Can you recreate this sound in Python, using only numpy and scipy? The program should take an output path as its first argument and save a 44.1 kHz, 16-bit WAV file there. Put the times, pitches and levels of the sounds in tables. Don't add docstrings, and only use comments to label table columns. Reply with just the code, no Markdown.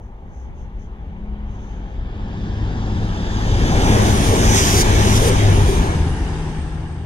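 import sys
import numpy as np
from scipy import signal
from scipy.io import wavfile
from scipy.ndimage import uniform_filter1d

SR = 44100
rng = np.random.default_rng(int(sys.argv[2]) if len(sys.argv) > 2 else 0)


def inscribe(sig):
    pcm = np.round(np.clip(np.atleast_2d(sig).T, -1, 1) * 32767)
    wavfile.write(sys.argv[1], SR, pcm.astype(np.int16))


def boost_factor(decibels):
    exponent = np.asarray(decibels, float) / 20
    return 10 ** exponent


N = 310905


def evened(x):
    return x / np.sqrt(np.mean(x ** 2) + 1e-20)


def read(points, hz):
    f, value = np.transpose(points)
    return np.interp(np.log(hz + 1), np.log(f + 1), value)


def follow(rows, t):
    s, *columns = np.transpose(rows)
    return np.array([np.interp(t, s, column) for column in columns])


def swells(rows, t):
    return np.sqrt(sum(boost_factor(2 * db) * np.exp(-2 * (2 * (t - s) / length) ** 2) for s, db, length in rows))


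def resonate(x, hz, width):
    turn = np.exp(2j * np.pi * np.cumsum(hz * np.ones(len(x))) / SR)
    r = np.exp(-np.pi * width / SR)
    smooth = signal.lfilter([1 - r], [1, -r], x / turn)
    smooth = signal.lfilter([1 - r], [1, -r], smooth)
    return 2 * (turn * smooth).real


def cells(size):
    return np.fft.rfftfreq(size, 1 / SR), np.arange(4 * N // size + 5) * size / 4 / SR


# time in seconds, place (0 far down the line, 1 coming, 2 beside the platform, 3 gone).
PLACE = [(0, 0), (1.3, 0), (2.4, 1), (3.3, 1), (4.05, 2), (5.8, 2), (6.05, 3), (7.05, 3)]


def by_place(spectra, hz, t):
    share = np.maximum(1 - abs(follow(PLACE, t) - np.arange(len(spectra))[:, None]), 0)
    return np.array([read(s, hz) for s in spectra]).T @ share


# time in seconds, nearness in dB against its loudness beside the platform.
NEARNESS = [(0, -46), (.5, -35.5), (1.0, -32.5), (1.5, -28.5), (1.95, -26), (2.4, -18.5), (3.2, -12),
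            (3.6, -5), (3.78, -2), (3.92, 0.5), (4.4, -1.5), (4.9, 1.5), (5.45, -0.5), (5.85, -6),
            (6.1, -12), (6.4, -13.5), (6.7, -18.5), (7.05, -24)]


def nearness(t):
    return follow(NEARNESS, t)[0]


# peak in seconds, hiss in dB, fizz in dB, rise and
# fall in seconds per 10 dB.
FLARES = [
    (4.07, -34.5, -44.5, .08, 0.2),
    (4.26, -35, -42.5, 0.068, 0.23),
    (4.45, -28, -50, .1, 0.07),
    (4.575, -18, -36.5, 0.084, 0.0847),
    (4.68, -25.5, -40, 0.12, 0.08),
    (4.819, -21.5, -31, 0.17, 0.0066),
    (5.18, -26.5, -42, 0.24, 0.0035),
    (5.292, -34, -35, 0.11, 0.0057),
    (5.68, -54, -46.5, 0.036, 0.16),
]


def flares(t):
    power = 0
    for s, hiss_db, fizz_db, rise, fall in FLARES:
        loss_db = 10 * np.maximum((s - t) / rise, (t - s) / fall)
        power = power + boost_factor(2 * (np.array([[hiss_db], [fizz_db]]) - loss_db))
    return power


# time square to the ports in seconds, time hidden by the shelter in seconds, whistle in dB.
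ENGINES = [
    (4.33, 4.395, -41),
    (4.804, 4.83, -48),
    (5.273, 5.322, -41.5),
    (5.72, 5.78, -46),
]
AHEAD, NEARING = (9.9, 9.6, 0.9), (13.7, 13.9, 0.96)
ENTERING, LEAVING, AWAY = (17.9, 11.5, 0.6), (14.3, 20.4, 0.7), (2.8, 36.2, 0.58)


def sweep(t):
    jump = 0.04
    depart = 5.93
    rows = [(0, *AHEAD), (2.6, *AHEAD), (3.9, *NEARING), (3.95, *NEARING)]
    for square, _, _ in ENGINES:
        rows += [(rows[-1][0] + jump, *ENTERING), (square + jump / 2, *LEAVING)]
    rows += [(depart, *LEAVING), (depart + jump, *AWAY)]
    bass_lag, treble_lag, focus = follow(rows, t)
    hiss = flares(t)[0]
    return bass_lag, treble_lag, focus + (1 - focus) * hiss / (hiss + boost_factor(2 * -31))


# frequency in Hz, level in dB.
FAR_RIGHT = [(118, -4), (465, 2), (2300, -4), (2900, 8), (3300, 10), (4500, -2), (6100, -10), (7500, -7),
             (8900, 14), (11100, -1), (12900, -15), (15500, -8)]
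COMING_RIGHT = [(118, 0), (835, -1), (1900, -5.5), (3300, 10), (4500, -4), (6300, 6.5), (9100, -8),
                (10100, -6), (12300, -14), (13500, -7), (14700, -10), (15500, -13)]
BESIDE_RIGHT = [(118, -2.8), (835, -0.5), (2300, -2.5), (3300, 7.5), (4500, -6), (6300, 8.5), (7900, -5),
                (9100, -1), (10300, 2), (12700, -4), (13300, -12), (15500, -11)]
GONE_RIGHT = [(200, -2), (465, 1), (1234, -6), (1900, 3.5), (2500, -4), (2900, 8), (4500, -10.5),
              (6300, 3.5), (7700, -4), (10500, 6.6), (14700, -15), (15500, 1)]
# frequency in Hz, share alike from 0 to 1.
LIKENESS = [(25, 0.98), (200, 1), (700, 0.96), (1700, 0.63), (3000, 0.76), (6000, 0.75), (12000, 0.52)]


def right_port(hz, t):
    bass_lag, treble_lag, focus = sweep(t)
    shade_db = by_place([FAR_RIGHT, COMING_RIGHT, BESIDE_RIGHT, GONE_RIGHT], hz, t)
    shade_db += 0.07 * np.outer(hz / 10000, treble_lag.clip(14, 21) - 16) * (t < 5.94)
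    shade_db[hz < 130] = -2.0
    shade = np.log(boost_factor(shade_db))
    causal = -signal.hilbert(np.vstack([shade, shade[-2:0:-1]]), axis=0).imag[:len(hz)]
    above_hz = np.maximum(hz - 1300, 0)[:, None]
    turns = (hz[:, None] * bass_lag + above_hz * (treble_lag - bass_lag)) / SR
    blur = np.clip(focus, 0, 1) ** (hz / 2500)[:, None]
    alike = np.clip(read(LIKENESS, hz)[:, None] * blur, 0, 1)
    return np.exp(shade), np.exp(1j * (causal - 2 * np.pi * turns)), alike


def middle_share(hz, t):
    gain, turn, alike = right_port(hz, t)
    return (1 + gain ** 2 + 2 * gain * alike * turn.real) / 4


def at_ports(power, size, patchy_db):
    hz, t = cells(size)
    gain, turn, alike = right_port(hz, t)
    a, b, c, d, patches = rng.standard_normal((len(t), len(hz), 5)).T
    patches = uniform_filter1d(patches, size=5, axis=0)
    patches = evened(uniform_filter1d(patches, size=9, axis=1))
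    left = a + 1j * b
    right = gain * (alike * turn * left + np.sqrt(1 - alike ** 2) * (c + 1j * d))
    white = np.sqrt(3 / 2)
    z = white * np.array([left, right]) * np.sqrt(power) * boost_factor(patchy_db * patches)
    return signal.istft(z, nperseg=size, noverlap=3 * size // 4)[1][:, :N]


# time in seconds, level in dB, length in seconds.
GUSTS = [
    (0.303, -41, 0.099),
    (0.506, -32.5, 0.097),
    (0.645, -36, 0.067),
    (1.32, -38, 0.055),
    (1.9, -52, 0.12),
]


def wind():
    band = signal.butter(2, [30, 110], "band", fs=SR)
    lumps = signal.lfilter(*band, rng.standard_normal((2, N)))
    return swells(GUSTS, np.arange(N) / SR) * evened(lumps) * boost_factor([[2.5], [-6.0]])


# time in seconds, level in dB, length in seconds.
PUFFS = [
    (.045, -70, 0.094),
    (.39, -62, 0.16),
    (.61, -63, 0.11),
    (.825, -62, .09),
    (1.53, -63, 0.1),
    (1.68, -60.5, 0.3),
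    (1.91, -67, .18),
    (.9, -77, 2.5),
    (2.2, -79, 0.27),
]


def valve():
    level = boost_factor(2.5) * swells(PUFFS, np.arange(N) / SR)
    left, right, high = rng.standard_normal((3, N))
    left = boost_factor(-15) * evened(resonate(left, 6500, 5000))
    right = evened(resonate(right, 6200, 950)) + boost_factor(-23) * evened(resonate(high, 11000, 1500))
    return level * np.array([left, right])


# time in seconds, level in dB, pitch in Hz, width in Hz, length in seconds.
BOOMS = [
    (4.04, -25, 350, 130, .1),
    (4.34, -21, 480, 130, .14),
    (4.5, -27, 290, 70, .12),
    (4.8, -21, 365, 60, .1),
    (5.27, -19.5, 480, 140, .11),
    (5.74, -23, 390, 70, .14),
]


def booms():
    t, out = np.arange(N) / SR, np.zeros(N)
    for s, db, hz, width, length in BOOMS:
        noise = evened(resonate(rng.standard_normal(N), hz, width))
        out += boost_factor(db) * noise * np.exp(-(2 * (t - s) / length) ** 2)
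    return np.array([out, boost_factor(-1) * np.roll(out, 15)])


# time in seconds, level in dB, length in seconds, pitch in Hz, width in Hz.
TURBO_FAR = [
    (3.15, -68, .6, 9600, 70),
    (3.982, -48.5, 0.3, 9900, 250),
    (5.498, -53, .2, 10100, 250),
    (6.1, -60, 0.33, 9900, 120),
    (6.2, -66, .5, 8350, 110),
    (6.6, -58, .25, 8330, 90),
    (6.9, -65.5, .5, 8300, 90),
]


def turbo():
    pitch_hz, shift, pass_s = 9100, 0.084, 0.071
    width_hz, smear_hz = 360, 150
    hold_s, rise_db_per_s, hide_db_per_s = 0.17, 110, 387
    hz, t = cells(size=512)
    whistles = [(f + 0 * t, w, swells([(s, db, length)], t)) for s, db, length, f, w in TURBO_FAR]
    for square, hidden, db in ENGINES:
        away = (t - square) / pass_s
        loss_db = rise_db_per_s * (square - hold_s - t).clip(0) + hide_db_per_s * (t - hidden).clip(0)
        falling_hz = pitch_hz * (1 - shift * away / np.sqrt(1 + away ** 2))
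        whistles.append((falling_hz, width_hz + smear_hz / (1 + away ** 2), boost_factor(db - loss_db)))
    power = 0
    for f, w, level in whistles:
        shape = np.exp(-((hz[:, None] - f) / w) ** 2)
        power = power + shape / (shape.sum(0) + 1e-9) * level ** 2
    return at_ports(power * boost_factor(8), size=512, patchy_db=1.5)


# time in seconds, level in dB, length in seconds.
FIRING = [(0.01, -41, 0.27), (.45, -49, .25), (.8, -46, .25), (1.552, -38, 0.42), (2.02, -42, .25),
          (2.62, -26.5, 0.66), (3.03, -25.5, 0.33), (3.604, -20, 0.51), (4.03, -17.5, 0.37),
          (4.398, -19.5, 0.33), (4.725, -22, 0.81), (5.102, -19.5, 0.49), (5.487, -14.5, 0.41),
          (6.008, -20.5, 0.33), (6.85, -29.5, 0.97)]
OCTAVE = [(0.01, -51.5, 0.19), (.8, -46, .3), (1.35, -36.5, 0.59), (1.8, -43, 0.38), (2.45, -36, 0.7),
          (3.02, -33.5, 0.55), (3.6, -37.5, 0.25), (4.05, -24.5, 0.47), (4.6, -25.5, 0.23),
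          (5.1, -22, 0.29), (5.45, -30.5, 0.23), (5.78, -27, 0.3), (6.02, -27.5, 0.29), (6.45, -29.5, 0.47),
          (6.85, -33.5, 0.48)]
FIVE_THIRDS = [(.7, -49.5, .45), (1.2, -42, 0.36), (1.8, -44, .3), (2.4, -36, 0.25), (3.02, -32.5, 0.36),
               (3.6, -30, .4), (4.5, -39, 0.29), (5.1, -31, 0.27), (5.97, -28.5, .3), (6.8, -39, 0.81)]


def hum():
    coming_hz, gone_hz, drop_s, pass_s = 103.46, 78.5, 5.67, 0.201
    wander = 0.3
    t = np.arange(N) / SR
    hz = gone_hz + (coming_hz - gone_hz) * (1 - np.tanh((t - drop_s) / pass_s)) / 2
    lag = sweep(t)[0]
    port_lags = np.array([0 * lag, lag])
    out = np.zeros((2, N))
    for order, rows in zip((1, 2, 5 / 3), (FIRING, OCTAVE, FIVE_THIRDS)):
        slow = uniform_filter1d(rng.standard_normal(N), size=5000)
        drift = wander * evened(uniform_filter1d(slow, size=5000))
        phase = 2 * np.pi * order * (np.cumsum(hz) - port_lags * hz) / SR + drift
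        out += np.sqrt(2) * swells(rows, t) * np.sin(phase)
    return out * boost_factor([[1.0], [-1.0]])


# frequency in Hz, level in dB.
COOLER_COLOUR = [(2500, -30), (4300, -15), (5300, 9), (6000, 7), (6800, 5.5), (8000, 1), (12000, -12),
                 (17000, -13)]


def coolers():
    hz, t = cells(size=512)
    doppler = 1 - 0.018 * (sweep(t)[1].clip(14, 21) - 14)
    colour = boost_factor(2 * read(COOLER_COLOUR, hz[:, None] / doppler)) * (hz > 2000)[:, None]
    steady = boost_factor(2 * (-39.5 + 1.8 * nearness(t)))
    level = flares(t)[0] + steady
    power = colour / (colour * middle_share(hz, t)).sum(0) * boost_factor(2 * -3.5) * level
    return at_ports(power, size=512, patchy_db=0.8)


# level beside the platform in dB, dB per dB of nearness coming,
# the same leaving, still-air floor in dB.
LAYERS = [
    (-16.5, .45, 0.45, -46),
    (-23.5, 0.84, .9, -46.5),
    (-32.5, 0.9847, 0.99, -71),
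    (-49, 2, 1.41, -93),
]
# time in seconds, rumble in dB, roll in dB, length in seconds.
SURGES = [(0.297, -34.5, -63, 0.17), (1.596, -32, -60, 0.3), (2.71, -26, -48.5, .3),
          (3.064, -22, -44, 0.43), (3.705, -15.5, -34, 0.44), (3.95, -20.5, -22, 0.41),
          (4.405, -18, -24, 0.38), (5.155, -20.5, -32, 0.22), (5.598, -17, -33, 0.27),
          (5.87, -22, -27.5, 0.22), (6.05, -21, -46, 0.26)]


def layer_levels(t):
    db, coming, leaving, floor_db = np.transpose(LAYERS)[:, :, None]
    slope = np.where(t < 4.9, coming, leaving)
    power = boost_factor(2 * (db + slope * nearness(t))) + boost_factor(2 * floor_db)
    rumble = swells([(s, rumble_db, length) for s, rumble_db, _, length in SURGES], t) ** 2
    roll = swells([(s, roll_db, length) for s, _, roll_db, length in SURGES], t) ** 2
    hiss, fizz = flares(t)
    return 10 * np.log10(power + np.array([rumble, roll, boost_factor(2 * -7) * hiss, fizz]))


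# bottom in Hz, top in Hz.
BANDS_HZ = [(25, 250), (250, 2000), (2000, 5000), (10500, 15800)]
BAND_CENTRES_HZ = [90, 700, 3200, 12500]
# frequency in Hz, level in dB per Hz.
FAR = [(25, 1), (54, 5), (118, -12.5), (213, -17), (315, -23.5), (687, -33.5), (1015, -33.5), (2100, -45),
       (3500, -63.5), (7500, -67), (8300, -81), (9700, -81), (11300, -67), (15500, -86)]
COMING = [(25, -11.5), (44, -6), (97, -13.5), (144, -18), (213, -16), (565, -24), (835, -24.5), (3300, -40),
          (4700, -39.5), (7300, -48.5), (8600, -55.5), (10700, -60), (13000, -63.5), (15500, -83)]
BESIDE = [(25, -5.5), (97, -6.5), (118, -11), (383, -16), (687, -18.5), (1500, -22), (2300, -22.5),
          (2700, -25.5), (4100, -28.5), (5700, -32.5), (7200, -34), (8600, -36.5), (11000, -43.5),
          (15500, -50)]
GONE = [(25, -10), (80, -8), (97, -12.5), (144, -13.5), (383, -13.5), (565, -25), (835, -16.5), (3100, -32),
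        (4900, -37.5), (7500, -48), (8300, -45.5), (10700, -63), (12700, -72), (15500, -88)]
# frequency in Hz, width in Hz, lift in dB far, coming, beside and gone.
RINGS = [(391, 29, 4.5, 1, 4.5, 0.89), (605, 160, 1.5, -2, -2.5, 2.3), (827, 118, 8, 4, 3, 5.9),
         (1340, 196, -2.5, 1, -2.5, 0.16), (1704, 176, 0.5, 8, 2, 5), (2290, 110, 3, 1.5, 3, 0.76),
         (3670, 200, 1.5, 3, 4, 1.1), (4770, 190, 4, 5.5, 4, 1.4)]


def roar(size, treble, patchy_db):
    hz, t = cells(size)
    colour_db = by_place([FAR, COMING, BESIDE, GONE], hz, t)
    place = follow(PLACE, t)[0]
    for f, width, *lifts_db in RINGS:
        bell = np.exp(-((hz[:, None] - f) / width) ** 2)
        colour_db = colour_db + bell * np.interp(place, range(len(lifts_db)), lifts_db)
    colour = boost_factor(2 * colour_db) * ((hz > 18) & (hz < 15900))[:, None]
    middle = colour * middle_share(hz, t)
    have_db = [10 * np.log10(middle[(hz >= lo) & (hz < hi)].sum(0)) for lo, hi in BANDS_HZ]
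    spread = np.array([read(list(zip(BAND_CENTRES_HZ, row)), hz) for row in np.eye(len(BANDS_HZ))]).T
    power = colour * boost_factor(2 * spread @ (layer_levels(t) - have_db))
    hidden = np.outer(np.clip((hz - 7800) / 800, 0, 1), t < 2.86)
    power = power * boost_factor(2 * -7 * hidden)
    upper = np.clip((hz - 300) / 300, 0, 1)[:, None]
    return at_ports(power * (upper if treble else 1 - upper), size, patchy_db)


def scene():
    rolling = roar(size=4096, treble=False, patchy_db=-0.04)
    rolling = rolling + roar(size=1024, treble=True, patchy_db=1.48)
    return wind() + valve() + booms() + turbo() + hum() + coolers() + rolling


def low_pass(x):
    return signal.sosfilt(signal.butter(12, 15950, fs=SR, output="sos"), x)


def record(dry):
    hiss = boost_factor(-78.5) * rng.standard_normal(dry.shape)
    ceiling = 1.4
    limited = ceiling * np.tanh((dry + hiss) / ceiling)
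    edge = signal.firwin(601, 15700, window=("kaiser", 9), fs=SR)
    mix = signal.oaconvolve(limited, edge[None], "same")
    return low_pass(mix)


dry = scene()
out = record(dry)
inscribe(out)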